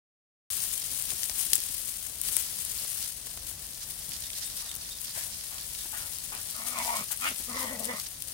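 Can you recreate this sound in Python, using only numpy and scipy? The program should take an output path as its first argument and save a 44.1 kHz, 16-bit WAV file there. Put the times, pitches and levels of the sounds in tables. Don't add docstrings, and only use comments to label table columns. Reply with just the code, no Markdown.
import sys
import numpy as np
from scipy import signal
from scipy.fft import rfft, irfft, next_fast_len
from scipy.io import wavfile
from scipy.ndimage import uniform_filter1d, minimum_filter1d, map_coordinates

SR = 44100
rng = np.random.default_rng(int(sys.argv[2]) if len(sys.argv) > 2 else 0)


def dump_mix(stems):
    frames = np.atleast_2d(stems).T
    limited = np.clip(frames, -1, 1)
    pcm = np.round(limited * 32767).astype(np.int16)
    wavfile.write(sys.argv[1], SR, pcm)


N = 367353
TIME = np.arange(N) / SR


def amp(db):
    return 10 ** (np.asarray(db) / 20)


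def unit(x):
    return x / np.sqrt(np.mean(x ** 2) + 1e-20)


def along(points, hz):
    f, v = np.transpose(points)
    return np.interp(np.log(hz + 1), np.log(f + 1), v)


def curves(rows):
    s, *cols = np.transpose(rows)
    return [np.interp(TIME, s, c) for c in cols]


def wobble(rate):
    knots = rng.standard_normal(int(N * rate / SR) + 4)
    return map_coordinates(knots, [TIME * rate])


def filtered(x, response):
    m = next_fast_len(N + SR // 4)
    hz = np.fft.rfftfreq(m, 1 / SR)
    return irfft(rfft(x, m) * response(hz), m)[..., :N]


def coloured(x, spectrum):
    return unit(filtered(x, lambda hz: amp(along(spectrum, hz))))


def band(x, low_hz, high_hz):
    sections = signal.butter(2, [low_hz, high_hz], 'band', fs=SR, output='sos')
    return signal.sosfilt(sections, x)


def add(track, s, sound):
    part = track[..., round(s * SR):][..., :sound.shape[-1]]
    part += sound[..., :part.shape[-1]]


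def resonance(x, centre_hz, width_hz):
    turn = np.exp(2j * np.pi * np.cumsum(centre_hz) / SR)
    pole = signal.butter(1, width_hz / 2, fs=SR)
    skirt = signal.butter(1, width_hz * 2, fs=SR)
    baseband = signal.lfilter(*pole, x / turn)
    return unit((signal.lfilter(*skirt, baseband) * turn).real)


def from_left(x, lag_s):
    return np.array([x, filtered(x, lambda hz: np.exp(-2j * np.pi * hz * lag_s))])


def scattered(rate):
    return 1. * (rng.random(N) < rate / SR)


def fading(x, life_s):
    return signal.lfilter([1], [1, -np.exp(-1 / (life_s * SR))], x)


def crackle(rate, spread_db, step_db, tick_rate, tick_db):
    size = amp(spread_db * np.minimum(rng.exponential(size=N), 5))
    flurry = unit(fading(scattered(rate) * size, life_s=0.00011))
    bursts = np.tanh(fading(scattered(rate=38), life_s=0.023))
    hiss = 1.0
    bed = unit(np.hypot(flurry, hiss) * amp(step_db * bursts + 1.44 * wobble(170)))
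    stalks = scattered(tick_rate) * amp(tick_db - 30.0 * rng.random(N) ** .5)
    envelope = np.hypot(bed, fading(stalks, life_s=0.0001))
    return unit(envelope * rng.standard_normal((2, N)))


def swell(s, length, peak_share):
    u = np.clip((TIME - s) / (length * peak_share), 0, 20)
    return (u * np.exp(1 - u)) ** 2


def rustle(pack, paws):
    power = amp(curves(pack)[0]) ** 2
    for s, length, db in paws:
        power = power + (amp(db) * swell(s, length, peak_share=0.25)) ** 2
    return np.sqrt(power)


# frequency in Hz, relative density in dB per Hz.
NEAR_LEAF_SPECTRUM = [(60, -42), (200, -17.5), (400, -16.5), (800, -14.5), (1200, -12), (2000, -11),
                      (3000, -5), (5000, -6.5), (7000, -1.5), (16000, 3.5)]
FAR_LEAF_SPECTRUM = [(100, -33), (400, -29), (1000, -8), (2400, -9), (3700, 0.5), (5000, 9.5), (7000, 5.5),
                     (16000, 2)]
# time in seconds, relative level in dB.
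NEAR_PACK_LEVEL = [(0.5, -27.5), (1.1, -31.5), (1.6, -29), (2.05, -35.5), (2.4, -34), (3.0, -31),
                   (3.2, -37), (3.7, -38.5), (4.3, -35.5), (5.0, -38.5), (5.8, -34.5), (6.5, -35.5),
                   (7.2, -35), (7.8, -36), (8.15, -40.5), (8.33, -35.5)]
FAR_PACK_LEVEL = [(0.5, -41.5), (1.1, -44), (1.6, -42), (2.05, -48.5), (2.4, -45), (3.0, -43.5), (3.2, -47),
                  (3.7, -49), (4.3, -45), (5.0, -46), (5.8, -46), (6.5, -45.5), (7.2, -44), (7.8, -46),
                  (8.15, -49.5), (8.33, -48.5)]
# start in seconds, nominal length in seconds, relative rustle level in dB.
NEAR_FOOTFALLS = [(0.511, 0.07, -29), (0.918, 0.26, -27), (1.085, 0.073, -26), (1.22, 0.075, -42),
                  (1.354, 0.24, -26), (1.527, 0.076, -25), (1.872, 0.068, -32), (2.022, 0.14, -34),
                  (2.213, 0.28, -26), (2.343, 0.18, -26), (2.57, 0.12, -35), (2.73, 0.18, -38),
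                  (3.24, 0.087, -41.5), (3.448, 0.14, -32.5), (3.856, 0.16, -34.5), (4.36, 0.073, -32.5),
                  (4.44, 0.098, -34), (4.534, 0.13, -33.5), (4.984, 0.2, -33.5), (5.128, 0.27, -31.5),
                  (5.94, 0.15, -37.5), (6.226, 0.08, -32.5), (6.391, 0.11, -33.5), (6.644, 0.14, -27.5),
                  (6.75, 0.37, -30.5), (6.943, 0.1, -27.5), (7.106, 0.06, -25), (7.16, 0.44, -33.5),
                  (7.37, .08, -35), (7.572, 0.13, -28), (7.784, 0.06, -30), (7.822, 0.095, -31),
                  (7.943, 0.23, -31.5)]
FAR_FOOTFALLS = [(0.53, 0.23, -44), (1.061, 0.11, -41.5), (1.868, .11, -46), (2.222, 0.38, -43),
                 (2.736, 0.2, -43), (3, 0.13, -40.5), (3.795, 0.097, -39.5), (3.893, 0.065, -42.5),
                 (4.114, 0.11, -42.5), (4.208, 0.12, -43), (4.34, 0.12, -38), (4.405, 0.085, -37),
                 (4.55, 0.21, -42), (4.79, 0.17, -42.5), (5.026, 0.18, -40), (5.144, 0.23, -41),
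                 (5.28, 0.2, -42.5), (5.56, 0.12, -42), (5.772, 0.18, -47), (5.985, 0.11, -45),
                 (6.638, 0.091, -42.5), (6.738, 0.56, -40.5), (6.915, 0.11, -37), (7.1, 0.092, -49),
                 (7.23, 0.14, -41), (7.521, 0.26, -40), (7.804, 0.18, -41.5), (7.931, 0.2, -41.5),
                 (8.057, 0.034, -37.5)]


def leaves():
    near = crackle(rate=2200, spread_db=1.5, step_db=3.4, tick_rate=60, tick_db=12)
    far = crackle(rate=2000, spread_db=1.0, step_db=5, tick_rate=40, tick_db=11)
    near = coloured(near, NEAR_LEAF_SPECTRUM) * rustle(NEAR_PACK_LEVEL, NEAR_FOOTFALLS)
    far = coloured(far, FAR_LEAF_SPECTRUM) * rustle(FAR_PACK_LEVEL, FAR_FOOTFALLS)
    return near * amp([[-2.5], [-9.5]]) + far * amp([[-6], [7]])


# time in seconds, relative crack level in dB,
# relative level of the woody body in dB, pan in dB (positive is to the left).
TWIG_SNAPS = [(0.7143, -21, -22, 1), (0.9977, -18, -27, 2), (1.0227, -16, -29, 0), (1.0536, -18, -25, 0.5),
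              (1.2317, -16, -15, 3), (1.2398, -16, -28, 2), (1.2955, -20.5, -13, 1.5),
              (1.5314, -2, -16, 0.5), (1.5537, -5.5, -36, -1), (1.6025, -16, -29, 0), (1.6368, -17, -27, 0),
              (1.7432, -20, -28, 2), (2.2142, -11, -35, -0.5), (2.2855, -19, -18, 1),
              (2.3658, -6, -29, 2.5), (2.65, -18, -28, 0.5), (2.6942, -22, -28, 2), (2.7768, -20, -28, 2),
              (2.9009, -18, -28, 2), (3.0255, -20, -22, 1), (3.2685, -23, -22, 1), (3.3728, -28, -15, -0.5),
              (3.6664, -26, -28, 2), (3.907, -22, -26, 1), (4.0916, -20, -31, 6), (4.1186, -24, -13, -9),
              (4.2663, -24, -26, 1), (4.3018, -25, -14, -8), (4.3318, -25, -14, -7), (4.673, -28, -15, -7),
              (4.7137, -24, -14, -9), (4.752, -18.5, -26, 2), (4.762, -24, -26, 2), (4.858, -27, -16, -6),
              (4.897, -24, -28, 2), (5.015, -21, -27, 0), (5.0464, -19, -25, -2), (5.2368, -22, -26, 1),
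              (5.582, -27, -14, -8), (5.7492, -26, -14, -7), (5.9822, -21, -26, 1), (6.1848, -22, -24, 1.5),
              (6.3495, -21, -26, 1), (6.5098, -23, -26, 1), (6.5643, -22, -26, 1), (6.7861, -19, -17, 1),
              (7.0415, -23, -26, 1), (7.173, -19, -28, 2), (7.3605, -26, -16, -2), (7.7953, -18, -29, 3.5),
              (7.8437, -24, -16, 1.5), (7.8531, -17, -25, 2.5), (7.998, -18, -18, 0),
              (8.2214, -17.5, -23, 2.5), (8.2828, -24, -28, 2)]


def twigs():
    out, t = np.zeros((2, N)), np.arange(SR // 50) / SR
    for s, db, body_db, pan_db in TWIG_SNAPS:
        tear_s = .0028 * (1 + 13 * amp(db) ** 4)
        fibres = np.sign(rng.standard_normal((2, 2, len(t))))
        crack = band(fibres[0] * amp(-60 * (t / tear_s) ** 2), 10200, .48 * SR)
        wood = band(fibres[1] * amp(-60 * t / 0.014), 3000, 8800)
        crack = crack / np.abs(crack).max(1, keepdims=True)
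        wood = wood / np.abs(wood).max(1, keepdims=True)
        snap = crack + amp(body_db + 9.0) * wood
        sides = amp([[min(pan_db, 0)], [-pan_db / 2]])
        add(out, s + .0008, amp(db + 2) * snap * sides)
    return out


# time in seconds,
# relative peak level in dB, nominal centre frequency in Hz.
THUDS_AND_KNOCKS = [(0.916, -48, 190), (1.118, -38.5, 750), (1.129, -46, 170), (1.296, -35, 1500),
                    (1.467, -49, 180), (1.521, -45, 164), (1.532, -33, 1700), (1.581, -47, 170),
                    (1.69, -46, 129), (2.286, -42, 1400), (2.368, -33.5, 1520), (2.849, -41.5, 1300),
                    (3.255, -49, 127), (3.269, -40, 1400), (3.373, -39, 950), (3.512, -44.5, 1200),
                    (4.085, -45.5, 124), (4.333, -48, 166), (5.855, -38.5, 613), (7.008, -36.5, 194),
                    (7.313, -38, 200), (7.398, -40, 240)]


def thuds(t60=0.092):
    out, t = np.zeros(N), np.arange(SR // 8) / SR
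    for s, db, centre_hz in THUDS_AND_KNOCKS:
        life_s = t60 * np.sqrt(150 / centre_hz)
        burst = rng.standard_normal(len(t)) * amp(-60 * t / life_s)
        push = band(burst, centre_hz * 0.19, centre_hz * 1.86)
        add(out, s, amp(db - 1.5) * push / np.abs(push).max())
    return np.array([out, out])


def nasal_dip(x, centre_hz=1660, q=7.2):
    return signal.lfilter(*signal.iirnotch(centre_hz, q, SR), x)


# start in seconds, length in seconds, relative level in dB,
# first and last pitch in Hz, share of the length before the peak.
WHINE_GLIDES = [(5.167, 0.026, -45.5, 520, 740, 0.3), (6.734, 0.097, -36, 1150, 943, 0.55),
                (6.872, 0.075, -33, 915, 960, 0.2), (6.921, 0.075, -46, 982, 1036, 0.3)]


def whine(flap, jitter=0.0338):
    out = np.zeros(N)
    for s, length, db, first_hz, last_hz, peak_share in WHINE_GLIDES:
        u = np.clip((TIME - s) / length, 0, 1)
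        pitch_hz = (first_hz + (last_hz - first_hz) * u) * (1 + jitter * wobble(260))
        tone = np.sin(2 * np.pi * np.cumsum(pitch_hz) / SR)
        envelope = np.interp(u, [0, peak_share, 1], [0, 1, 0])
        out += amp(db) * envelope * unit(tone * (flap + 0.26))
    return out


# time in seconds,
# relative effort in dB, jaw opening from 0 to 1, mean pitch in Hz, mouth resonance in Hz,
# relative chest tone level in dB.
GROWL_CALLS = [
    [(6.53, -61, .8, 204.3, 1300, -70), (6.6, -53.5, 0.75, 214, 1200, -58.5),
     (6.7, -53, .65, 248.7, 1270, -59), (6.79, -47, 0.9, 246, 1030, -55),
     (6.81, -47.5, 0.62, 240.6, 950, -53), (6.86, -47, 0.7, 233.4, 930, -59),
     (6.888, -44.5, 0.7, 250, 940, -58), (6.97, -44.5, 0.7, 224, 1050, -58),
     (7.0, -49.5, 0.6, 205, 1160, -51), (7.05, -54, 0.6, 200.4, 1150, -60)],
    [(7.198, -55, .9, 238, 1250, -62), (7.226, -45.5, 0.97, 258.9, 1300, -57),
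     (7.272, -40.5, 0.92, 280, 1340, -53), (7.305, -52, 0.94, 261.5, 1250, -56),
     (7.345, -63, .5, 239.3, 1194, -66)],
    [(7.462, -64, .3, 225.2, 1200, -60), (7.495, -49, 0.5, 234.8, 1140, -46.5),
     (7.53, -51, 0.56, 225, 1110, -47), (7.568, -42.5, 0.4, 261.9, 1068, -47),
     (7.59, -48.5, 0.7, 257.3, 1070, -48), (7.644, -46.5, 0.5, 244.7, 1001, -45),
     (7.695, -49.5, .6, 225.8, 940, -50), (7.728, -46.5, 0.08, 257, 905, -43),
     (7.775, -57, 0, 224.2, 900, -48), (7.808, -48, 0, 224.5, 980, -49),
     (7.865, -52, 0.11, 218.7, 920, -48.5), (7.894, -43.5, .25, 250.2, 980, -47),
     (7.96, -49.5, .4, 209.3, 1110, -51), (8.01, -57, 0.61, 212, 1169, -74)],
]
# time in seconds, throat resonance in Hz,
# teeth resonance in Hz, relative teeth level in dB.
LIP_SHAPES = [(6.6, 600, 2180, -5), (6.76, 640, 2350, -3), (6.9, 623, 2130, -4), (7.0, 565, 2400, -5),
              (7.27, 660, 2520, 0), (7.5, 498.7, 2100, -8), (7.57, 510, 2000, -1), (7.7, 525, 1920, 1),
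              (7.81, 583, 1887, -9), (7.89, 525, 1960, 1), (8.0, 616, 2050, 1)]
# gain shut in dB, gain wide open in dB.
JAW_GAIN = [(4, -9.5), (-6, 6)]
# lower limit in Hz, upper limit in Hz.
MUZZLE_BAND = (434, 4600)


def growl(jitter=.035, flap_hz=88, flap_depth=0.61, roughness=0.36, rasp_db=23.5, fade_s=.02):
    rows = [row for call in GROWL_CALLS for row in call]
    effort_db, opening, pitch_hz, mouth_hz, chest_db = curves(rows)
    throat_hz, teeth_hz, teeth_db = curves(LIP_SHAPES)
    unsteady_hz = pitch_hz * (1 + jitter * wobble(32) + .05 * wobble(210))
    phase = 2 * np.pi * np.cumsum(unsteady_hz) / SR
    pulses = unit(np.diff(phase // (2 * np.pi), prepend=0))
    throb = np.cos(2 * np.pi * np.cumsum(flap_hz * (1 + 0.2163 * wobble(60))) / SR)
    flap = 1 + flap_depth * throb
    folds = np.sqrt(1 - roughness) * pulses + np.sqrt(roughness) * rng.standard_normal(N)
    source = folds * flap

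    sounding = np.zeros(N)
    for call in GROWL_CALLS:
        inside_s = np.minimum(TIME - call[0][0], call[-1][0] - TIME)
        sounding += np.clip(inside_s / fade_s, 0, 1)
    throat_db, jaw_mouth_db = [shut + (wide - shut) * opening for shut, wide in JAW_GAIN]
    throat, mouth, teeth = [sounding * amp(effort_db + db + 1.5 * wobble(45))
                            for db in (throat_db, jaw_mouth_db, teeth_db)]

    fundamental = unit(np.sin(phase) * amp(3.8 * wobble(130)))
    chest = sounding * amp(chest_db) * (fundamental + amp(-17.5) * unit(throb))
    muzzle = throat * resonance(source, throat_hz, width_hz=145)
    muzzle -= mouth * resonance(source, mouth_hz, width_hz=220)
    muzzle += teeth * resonance(source, teeth_hz, width_hz=340)
    bared = opening * teeth / (teeth + amp(-24.0))
    rasp = teeth * bared * unit(band(source, 1880, 3250)) * amp(rasp_db)
    voice = nasal_dip(band(muzzle, *MUZZLE_BAND) + rasp)
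    return chest, voice + whine(flap)


# start in seconds, length in seconds, relative level in dB,
# mouth resonance in Hz.
HUFF_PUFFS = [(4.615, 0.3, -57.5, 1100), (5.15, 0.18, -50.5, 1740), (5.507, 0.16, -53.5, 1150),
              (5.927, 0.22, -49, 1430), (6.319, 0.12, -46, 1260), (7.104, 0.062, -47.5, 1500)]


def huffs(throat_hz=870, teeth_hz=2500):
    effort = np.zeros(N)
    for s, length, db, _ in HUFF_PUFFS:
        u = np.clip((TIME - s) / length, 0, 1)
        effort += amp(db) * np.sin(np.pi * u ** 0.26)
    air, mouth_hz = rng.standard_normal((3, N)), curves(HUFF_PUFFS)[-1]
    muzzle = amp(-5.5) * resonance(air[0], np.full(N, throat_hz), width_hz=220)
    muzzle += resonance(air[1], mouth_hz, width_hz=560)
    muzzle += amp(-6.0) * resonance(air[2], np.full(N, teeth_hz), width_hz=960)
    return effort * unit(band(muzzle, *MUZZLE_BAND))


# time in seconds, relative level in dB,
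# brightness in dB per octave.
TAG_CLINKS = [(4.235, -51.5, -5), (4.445, -41, 6), (4.683, -44, -1), (4.905, -48, -6.5), (5.775, -51, -4),
              (7.366, -54, 11)]
# frequency in Hz, relative level in dB, 60 dB decay time in seconds.
TAG_MODES = [(3624, -5, 0.2), (3738, -6, 0.2), (7830, -1.5, 0.13), (9344, -7, .17), (15353, -9, .12)]


def collar(contact_s=0.0081, pivot_hz=7000, swirl_rad=.7):
    out, t = np.zeros(N), np.arange(SR // 4) / SR
    for s, db, tilt_db in TAG_CLINKS:
        for hz, mode_db, t60 in TAG_MODES:
            swirl = swirl_rad * unit(uniform_filter1d(rng.standard_normal(len(t)), size=400))
            level_db = mode_db + tilt_db * np.log2(hz / pivot_hz)
            ring = amp(level_db - 60 * t / t60) * np.sin(2 * np.pi * hz * t + swirl)
            add(out, s, amp(db + 5.0) * ring * (1 - np.exp(-t / contact_s)))
    return out * amp([[-1], [1]])


# frequency in Hz, 60 dB decay time in seconds.
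TREE_DECAY = [(200, 0.034), (1100, 0.062), (2300, 0.12), (5000, 0.22), (14000, 0.036)]


def trees(x, size=4096):
    out, padded = np.zeros((2, N)), np.pad(x, (0, size))
    window = np.sin(np.pi * np.arange(size) / size)
    for start in range(0, N, size // 2):
        piece = padded[start:start + size] * window
        hz, t, z = signal.stft(rng.standard_normal((2, SR // 5)), SR, nperseg=256)
        decay = amp(-60 * t / along(TREE_DECAY, hz)[:, None])
        tail = signal.istft(z * decay, SR, nperseg=256)[1]
        add(out, start / SR, signal.fftconvolve(piece[None], tail / np.linalg.norm(tail[0]), axes=1))
    return out


# frequency in Hz, relative density in dB per Hz.
FOREST_SPECTRUM = [(15, -31), (30, -3), (48, 2.5), (75, 1), (110, -3), (170, -5.5), (260, -12),
                   (400, -16.5), (650, -15), (1100, -21), (2500, -25.5), (16000, -25.5)]


def forest():
    air = rng.standard_normal(N) + 0.34 * rng.standard_normal((2, N))
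    return coloured(air, FOREST_SPECTRUM) * amp(-54.5 + wobble(10))


def scene():
    chest, muzzle = growl()
    dogs, snaps = muzzle + huffs(), twigs()
    voices = from_left(chest, lag_s=0.0001)
    voices += from_left(dogs, lag_s=0.00022) * amp([[0], [-3]])
    echo = trees(amp(-1.0) * dogs + amp(-17) * snaps[0]) * amp([[0], [-2]])
    return leaves() + snaps + thuds() + voices + echo + collar() + forest()


def limited(x, ceiling=.85):
    needed = np.minimum(1, ceiling / (np.abs(x) + 1e-9))
    held = minimum_filter1d(needed, size=601, origin=260)
    return x * uniform_filter1d(held, size=64)


# frequency in Hz, gain in dB.
LEFT_RESPONSE = [(1000, 1.84), (5500, 4.24), (7500, 5.8), (8500, 8.2), (9300, 10.6), (10300, 6.8),
                 (12000, 2.7), (15500, 0.48)]
RIGHT_RESPONSE = [(300, 1), (560, 2.5), (900, 1.5), (1400, 1), (1850, 7), (2300, 4), (3500, 3.5),
                  (5100, -3), (6300, -3), (7500, -8), (10000, -15), (15500, -28)]


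def record(dry, start_s=.503, top_hz=15950):
    ports = filtered(dry, lambda hz: amp([along(LEFT_RESPONSE, hz), along(RIGHT_RESPONSE, hz)]))
    switched = limited(ports) * (TIME > start_s)
    return filtered(switched, lambda hz: 1 / (1 + (hz / top_hz) ** 250))


dry = scene()
out = record(dry)
dump_mix(out)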